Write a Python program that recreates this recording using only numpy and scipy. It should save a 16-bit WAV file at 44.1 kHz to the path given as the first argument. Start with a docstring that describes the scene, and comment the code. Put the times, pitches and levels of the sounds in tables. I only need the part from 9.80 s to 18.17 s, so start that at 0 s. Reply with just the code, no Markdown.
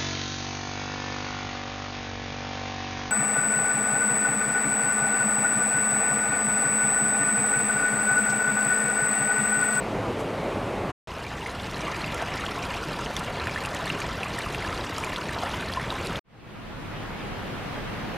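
"""A brook babbles over stones close by: folding wavelets trap bubbles that ring as glugs, gurgles,
fizz and plinks over a low churn and a soft wash. It is the second of three places in a canyon,
with abrupt silences between them. Before it comes the dull roar of distant falls, mono like the brook.
After it a big waterfall behind rock walls swells up out of the silence, wide and heavy."""
import sys
import numpy as np
from scipy import signal
from scipy.fft import rfft, irfft, next_fast_len
from scipy.io import wavfile
from scipy.ndimage import uniform_filter1d, map_coordinates

SR = 44100
rng = np.random.default_rng(int(sys.argv[2]) if len(sys.argv) > 2 else 0)


def to_wav(s):
    """Save 16-bit WAV."""
    ch = np.atleast_2d(s).T  # columns
    pcm = np.round(np.clip(ch, -1, 1) * 32767)  # PCM
    wavfile.write(sys.argv[1], SR, pcm.astype(np.int16))


N = 369103

FAR_SPAN_S, BROOK_SPAN_S, GORGE_START_S = (-.1, 1.119), (1.273, 6.395), 6.44
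BABBLE_DB = -33.5  # the level that the brook's layers are balanced against

# How strongly bubbles of each size ring. Each row: pitch in Hz, relative level in dB.
BUBBLE_STRENGTH = [(300, -8.5), (600, -4), (1200, 2.5), (2000, 2.5), (2550, 3), (3200, -1.5), (4200, 0.5),
                   (6500, -3.5), (9500, -5), (14000, -13.5)]
# The bright hiss of spray. Each row: frequency in Hz, relative level in dB.
SPRAY_SPECTRUM = [(1500, -19), (4000, 4), (8000, 7), (11000, 0.5), (15000, -15)]


def brook():
    """Low churning and a soft wash carry glugs, gurgles, fine fizz and single plinks."""
    # The low body of the churning water. Each row: frequency in Hz, relative level in dB.
    churn_spectrum = [(15, -24), (28, -7.5), (45, -2), (85, -.5), (130, -1.5), (175, -2), (300, -9),
                      (600, -20.5), (2000, -97)]
    # The midrange wash of the current. Each row: frequency in Hz, relative level in dB.
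    wash_spectrum = [(100, -23), (300, -1.5), (560, 0.2), (1100, -2.5), (2500, -8), (4000, -15.5),
                     (6300, -23), (9500, -29), (12000, -35.5), (15000, -39)]
    swell_db = babble_swell(np.arange(N) / SR)
    babble_gain = amp(BABBLE_DB + swell_db)
    churn_gain = amp(BABBLE_DB - 3.5 + 0.71 * swell_db + 0.46 * wobble(12))  # swells less
    fizz_gain = amp(BABBLE_DB + 1.55 * swell_db)  # swells more
    churn = churn_gain * turbulence(churn_spectrum, patchy_db=0.9)
    wash = amp(-2 + 0.32 * wobble(35)) * turbulence(wash_spectrum, patchy_db=2.0)
    glugs = amp(-10.5) * bubbles(wavelets(spread_db=0, count=400), low_hz=279, high_hz=1090,
                                 life_cycles=3.7, spread_db=2.0, burst_s=.012, count=700)
    gurgle = amp(-8.5) * bubbles(wavelets(spread_db=2.5, count=650), low_hz=886, high_hz=3486,
                                 life_cycles=4.9, spread_db=4.0, burst_s=.009, count=2400)
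    fizz = amp(-15) * bubbles(wavelets(spread_db=4.5, count=600), low_hz=2745, high_hz=14100,
                              life_cycles=5.6, spread_db=3.9, burst_s=.0035, count=4600)
    patter = babble_gain * (glugs + gurgle) + fizz_gain * fizz + plinks() + spray(t60=.011, gain_db=1)
    return churn + babble_gain * wash + banks(patter, t60=0.024, tail_db=-8)


def babble_swell(time_s, depth_db=4.5, length_s=0.84):
    """The babble swells up to 0 dB as the brook comes in, then holds."""
    return -depth_db * np.clip(1 - (time_s - BROOK_SPAN_S[0]) / length_s, 0, 1)


def wavelets(spread_db, count):
    """Wavelets fold over the stones at random: times in seconds and sizes in dB, most of them small."""
    when, size = rng.random((count, 2)).T
    return np.interp(when, [0, 1], BROOK_SPAN_S), -spread_db * np.log(size + 0.056)


def bubbles(folds, low_hz, high_hz, life_cycles, spread_db, burst_s, count):
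    """Each wavelet traps a cluster of bubbles; the smaller the bubble, the higher it rings."""
    fold_s, fold_db = (np.resize(column, count) for column in folds)
    when, pitch, faintness, sustain = rng.random((count, 4)).T
    start_s = fold_s - burst_s * np.log(1 - when)
    hz = low_hz * (high_hz / low_hz) ** pitch
    # most bubbles are faint, a few are strong
    db = along(BUBBLE_STRENGTH, hz) + .5 * fold_db - spread_db * np.log(faintness + 0.05)
    return unit(ringing(start_s, hz, db, life_cycles * 2 ** (2 * sustain - 1), rise=0.022))


def ringing(start_s, hz, db, life_cycles, rise, samples=1000):
    """Bubbles ring as damped sines whose pitch climbs as they near the surface."""
    cycles = hz[:, None] * np.arange(samples) / SR
    age = cycles / np.maximum(life_cycles, 1)[:, None]
    attack = 1 - np.exp(-cycles / .4)
    envelope = attack * np.exp(-age) * np.minimum(1, np.linspace(10, 0, samples))
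    phase = 2 * np.pi * cycles * (1 + rise * np.minimum(age, 4))
    rings = amp(db)[:, None] * envelope * np.sin(phase)
    where = np.maximum(start_s * SR, 0).astype(int)[:, None] + np.arange(samples)
    return np.bincount(where.ravel(), rings.ravel(), N)[:N]


def plinks():
    """Single large bubbles ring out over the babble, each with a small splash."""
    # The bubbles that stand out. Each row: start in seconds, pitch in Hz, level in dB, life in cycles.
    accents = [(1.661, 2080, -23, 10), (2.081, 1100, -19.5, 4.6), (2.243, 2520, -17, 4),
               (2.423, 710, -15, 1.6), (2.664, 3100, -17, 3.7), (3.366, 3380, -18.5, 5.2),
               (3.367, 5620, -16.5, 2.2), (3.671, 1580, -11, 1.7), (3.76, 1680, -17, 4.2),
               (3.851, 2520, -16, 3.7), (4.101, 2650, -14.5, 4.8), (4.432, 2520, -15.5, 5.3),
               (4.584, 1840, -22.5, 12), (4.747, 2520, -16.5, 3.4), (4.848, 1630, -20, 6),
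               (5.183, 1230, -20, 4), (5.238, 2310, -17.5, 7.3), (5.361, 3380, -14.5, 2.7),
               (5.634, 710, -14.5, 2.1), (5.937, 4320, -17.5, 3), (5.972, 1007, -20.5, 9.6),
               (6.104, 3660, -16.5, 5.1), (6.358, 3440, -21.5, 6.3)]
    start_s, hz, db, life_cycles = np.vstack([accents, stray_plinks(count=44)]).T
    return ringing(start_s, hz, db, life_cycles, rise=0.017) + amp(-21) * splashes(start_s, db, t60=.032)


def stray_plinks(count, typical_hz=2195, scatter_octaves=1.0, life_cycles=6.4, range_db=4.5):
    """Rows of lesser plinks at random times; the longer a bubble rings, the softer it starts."""
    when, strength, sustain = rng.random((count, 3)).T
    start_s = np.interp((np.arange(count) + when) / count, [0, 1], BROOK_SPAN_S)
    hz = np.clip(typical_hz * 2 ** (scatter_octaves * rng.standard_normal(count)), 300, 11000)
    stretch = 2 ** (2 * sustain - 1)
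    over_babble_db = 7.5 + along(BUBBLE_STRENGTH, hz) + range_db * (strength - .5)
    db = BABBLE_DB + babble_swell(start_s) + over_babble_db - 10 * np.log10(stretch)
    return np.column_stack([start_s, hz, db, life_cycles * stretch])


def splashes(start_s, db, t60):
    """The water that traps a large bubble slaps down with a burst of hiss: sudden, then dying away."""
    # The tone of the slap. Each row: frequency in Hz, relative level in dB.
    splash_spectrum = [(300, -19), (900, 1.5), (2600, 1.5), (4500, -2), (7000, -12), (9500, -8),
                       (15000, -28.5)]
    slaps = np.bincount((start_s * SR).astype(int), amp(db) ** 2, N)[:N]
    power = signal.lfilter([1], [1, -amp(-60 / (t60 * SR)) ** 2], slaps)
    return np.sqrt(power) * turbulence(splash_spectrum, patchy_db=3.5)


def spray(t60, gain_db):
    """Small drops land with a sharp tick."""
    # The sharpest drops of spray. 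Each row: start in seconds, relative level in dB.
    drops = [(2.345, -32), (3.365, -31.5), (3.394, -32), (3.859, -30), (3.947, -28.5), (4.056, -36.5),
             (4.203, -31), (4.589, -28.5), (5.182, -28), (5.246, -31.5), (6.271, -33.5)]
    t, ticks = np.arange(N) / SR, np.zeros(N)
    for start_s, db in drops:
        ticks += (t >= start_s) * amp(db + gain_db - 60 * np.abs(t - start_s) / t60)
    return ticks * coloured(rng.standard_normal(N), SPRAY_SPECTRUM)


def banks(x, t60, tail_db):
    """Stones and leaves on the banks scatter a short tail behind the sound."""
    t = np.arange(SR // 8) / SR
    tail = rng.standard_normal(len(t)) * amp(-60 * t / t60) * (t > .001)
    return x + amp(tail_db) * signal.fftconvolve(x, tail / np.linalg.norm(tail))[:N]


def gorge_falls():
    """The plunge pool throbs under the rush of falling water, which returns from all the walls."""
    # The deep rumble of the pool. 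Each row: frequency in Hz, relative level in dB.
    plunge_spectrum = [(15, -28), (28, -0.5), (60, -7.5), (110, -0.5), (170, -2), (270, -6), (420, -20.5),
                       (1200, -62)]
    # The broad rush of the fall. Each row: frequency in Hz, relative level in dB.
    rush_spectrum = [(100, -39), (300, -1), (500, -2), (950, -4), (1750, -7.5), (3000, -12.5), (4500, -21),
                     (7300, -30.5), (11000, -33.5), (15500, -39)]
    plunge = amp(-37.5 + 0.26 * wobble(18)) * wide_turbulence(plunge_spectrum, patchy_db=0.5)
    rush = amp(-36.5 + 0.16 * wobble(8.1)) * wide_turbulence(rush_spectrum, patchy_db=1.2)
    # the rumble swells up a little sooner than the rush
    since_s = np.maximum(np.arange(N) / SR - GORGE_START_S, 0)
    return plunge * np.tanh(since_s / 0.7) ** 0.96 + rush * np.tanh(since_s / 0.78) ** 1.13


def wide_turbulence(spectrum, patchy_db):
    """Stereo water noise, nearly centred in the bass and wide in the treble; its mid has rms 1."""
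    # The stereo image in the gorge. Each row: frequency in Hz, left-right correlation from -1 to 1.
    likeness = [(60, 0.8), (130, .65), (300, 0.36), (1400, 0.45), (3100, .36), (7000, -0.34), (15000, -.05)]
    angle = lambda hz: np.arccos(np.clip(along(likeness, hz), -1, 1)) / 2
    mid = filtered(turbulence(spectrum, patchy_db), lambda hz: np.cos(angle(hz)))
    side = filtered(turbulence(spectrum, patchy_db), lambda hz: np.sin(angle(hz)))
    return np.array([mid + side, mid - side]) / np.std(mid)


def far_falls():
    """Distance blurs the falls to an even, dull roar."""
    # The tone of the far roar. Each row: frequency in Hz, relative level in dB.
    roar_spectrum = [(15, -48), (25, -23.5), (43, -3), (75, -8.5), (109, 1.5), (154, -4.5), (181, -2),
                     (558, -1.5), (673, -3.5), (1150, -9.5), (1720, -16.5), (2240, -16.5), (5420, -34),
                     (9270, -38.5), (15000, -52.5)]
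    return amp(-29 + .3 * wobble(9.5)) * turbulence(roar_spectrum, patchy_db=1.0)


def hiss_flick(at_s, width_s, db):
    """A faint, brief swish in the treble."""
    swell = np.exp(-.5 * ((np.arange(N) / SR - at_s) / width_s) ** 2)
    return amp(db) * swell * coloured(rng.standard_normal(N), SPRAY_SPECTRUM)


def turbulence(spectrum, patchy_db):
    """Water noise of rms 1 whose strength varies in patches of time and pitch."""
    bins = signal.stft(rng.standard_normal(N), nperseg=512)[2]
    patches = uniform_filter1d(rng.standard_normal(bins.shape), size=6, axis=0)  # smooth over pitch
    patches = uniform_filter1d(patches, size=8, axis=1)  # and over time
    noise = signal.istft(bins * amp(patchy_db * unit(patches)), nperseg=512)[1][:N]
    return coloured(noise, spectrum)


def coloured(x, spectrum):
    """Shape x with an EQ curve of (Hz, dB) points, at rms 1."""
    return unit(filtered(x, lambda hz: amp(along(spectrum, hz))))


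def filtered(x, response):
    """Filter x by a gain given as a function of frequency."""
    size = next_fast_len(N + SR // 2)
    return irfft(rfft(x, size) * response(np.fft.rfftfreq(size, 1 / SR)), size)[..., :N]


def wobble(rate):
    """A smooth random curve with rate knots a second."""
    return map_coordinates(rng.standard_normal(int(N * rate / SR) + 4), [np.arange(N) * rate / SR])


def gate(span_s, fade_s):
    """Open hard at the start of the span and fade shut at its end."""
    t = np.arange(N) / SR
    return (t >= span_s[0]) * np.clip((span_s[1] - t) / fade_s, 0, 1)


def along(points, hz):
    """Read (Hz, value) points on a log frequency axis."""
    knots_hz, values = np.transpose(points)
    return np.interp(np.log(hz + 1), np.log(knots_hz + 1), values)


def amp(db):
    """Decibels to gain."""
    return 10 ** (np.asarray(db) / 20)


def unit(x):
    """Scale to rms 1."""
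    return x / np.sqrt(np.mean(x ** 2) + 1e-20)


def scene():
    """Far falls, brook and gorge in turn; the first two are mono and stop a little lower in the treble."""
    far = (far_falls() + hiss_flick(at_s=.405, width_s=.012, db=-49)) * gate(FAR_SPAN_S, fade_s=0.016)
    near = brook() * gate(BROOK_SPAN_S, fade_s=0.0045)
    return filtered(far + near, lambda hz: hz < 15100) + gorge_falls()


def record(dry):
    """A steep low-pass takes the highest treble off the whole mix."""
    return filtered(dry, lambda hz: hz < 15750)


dry = scene()
out = record(dry)
to_wav(out)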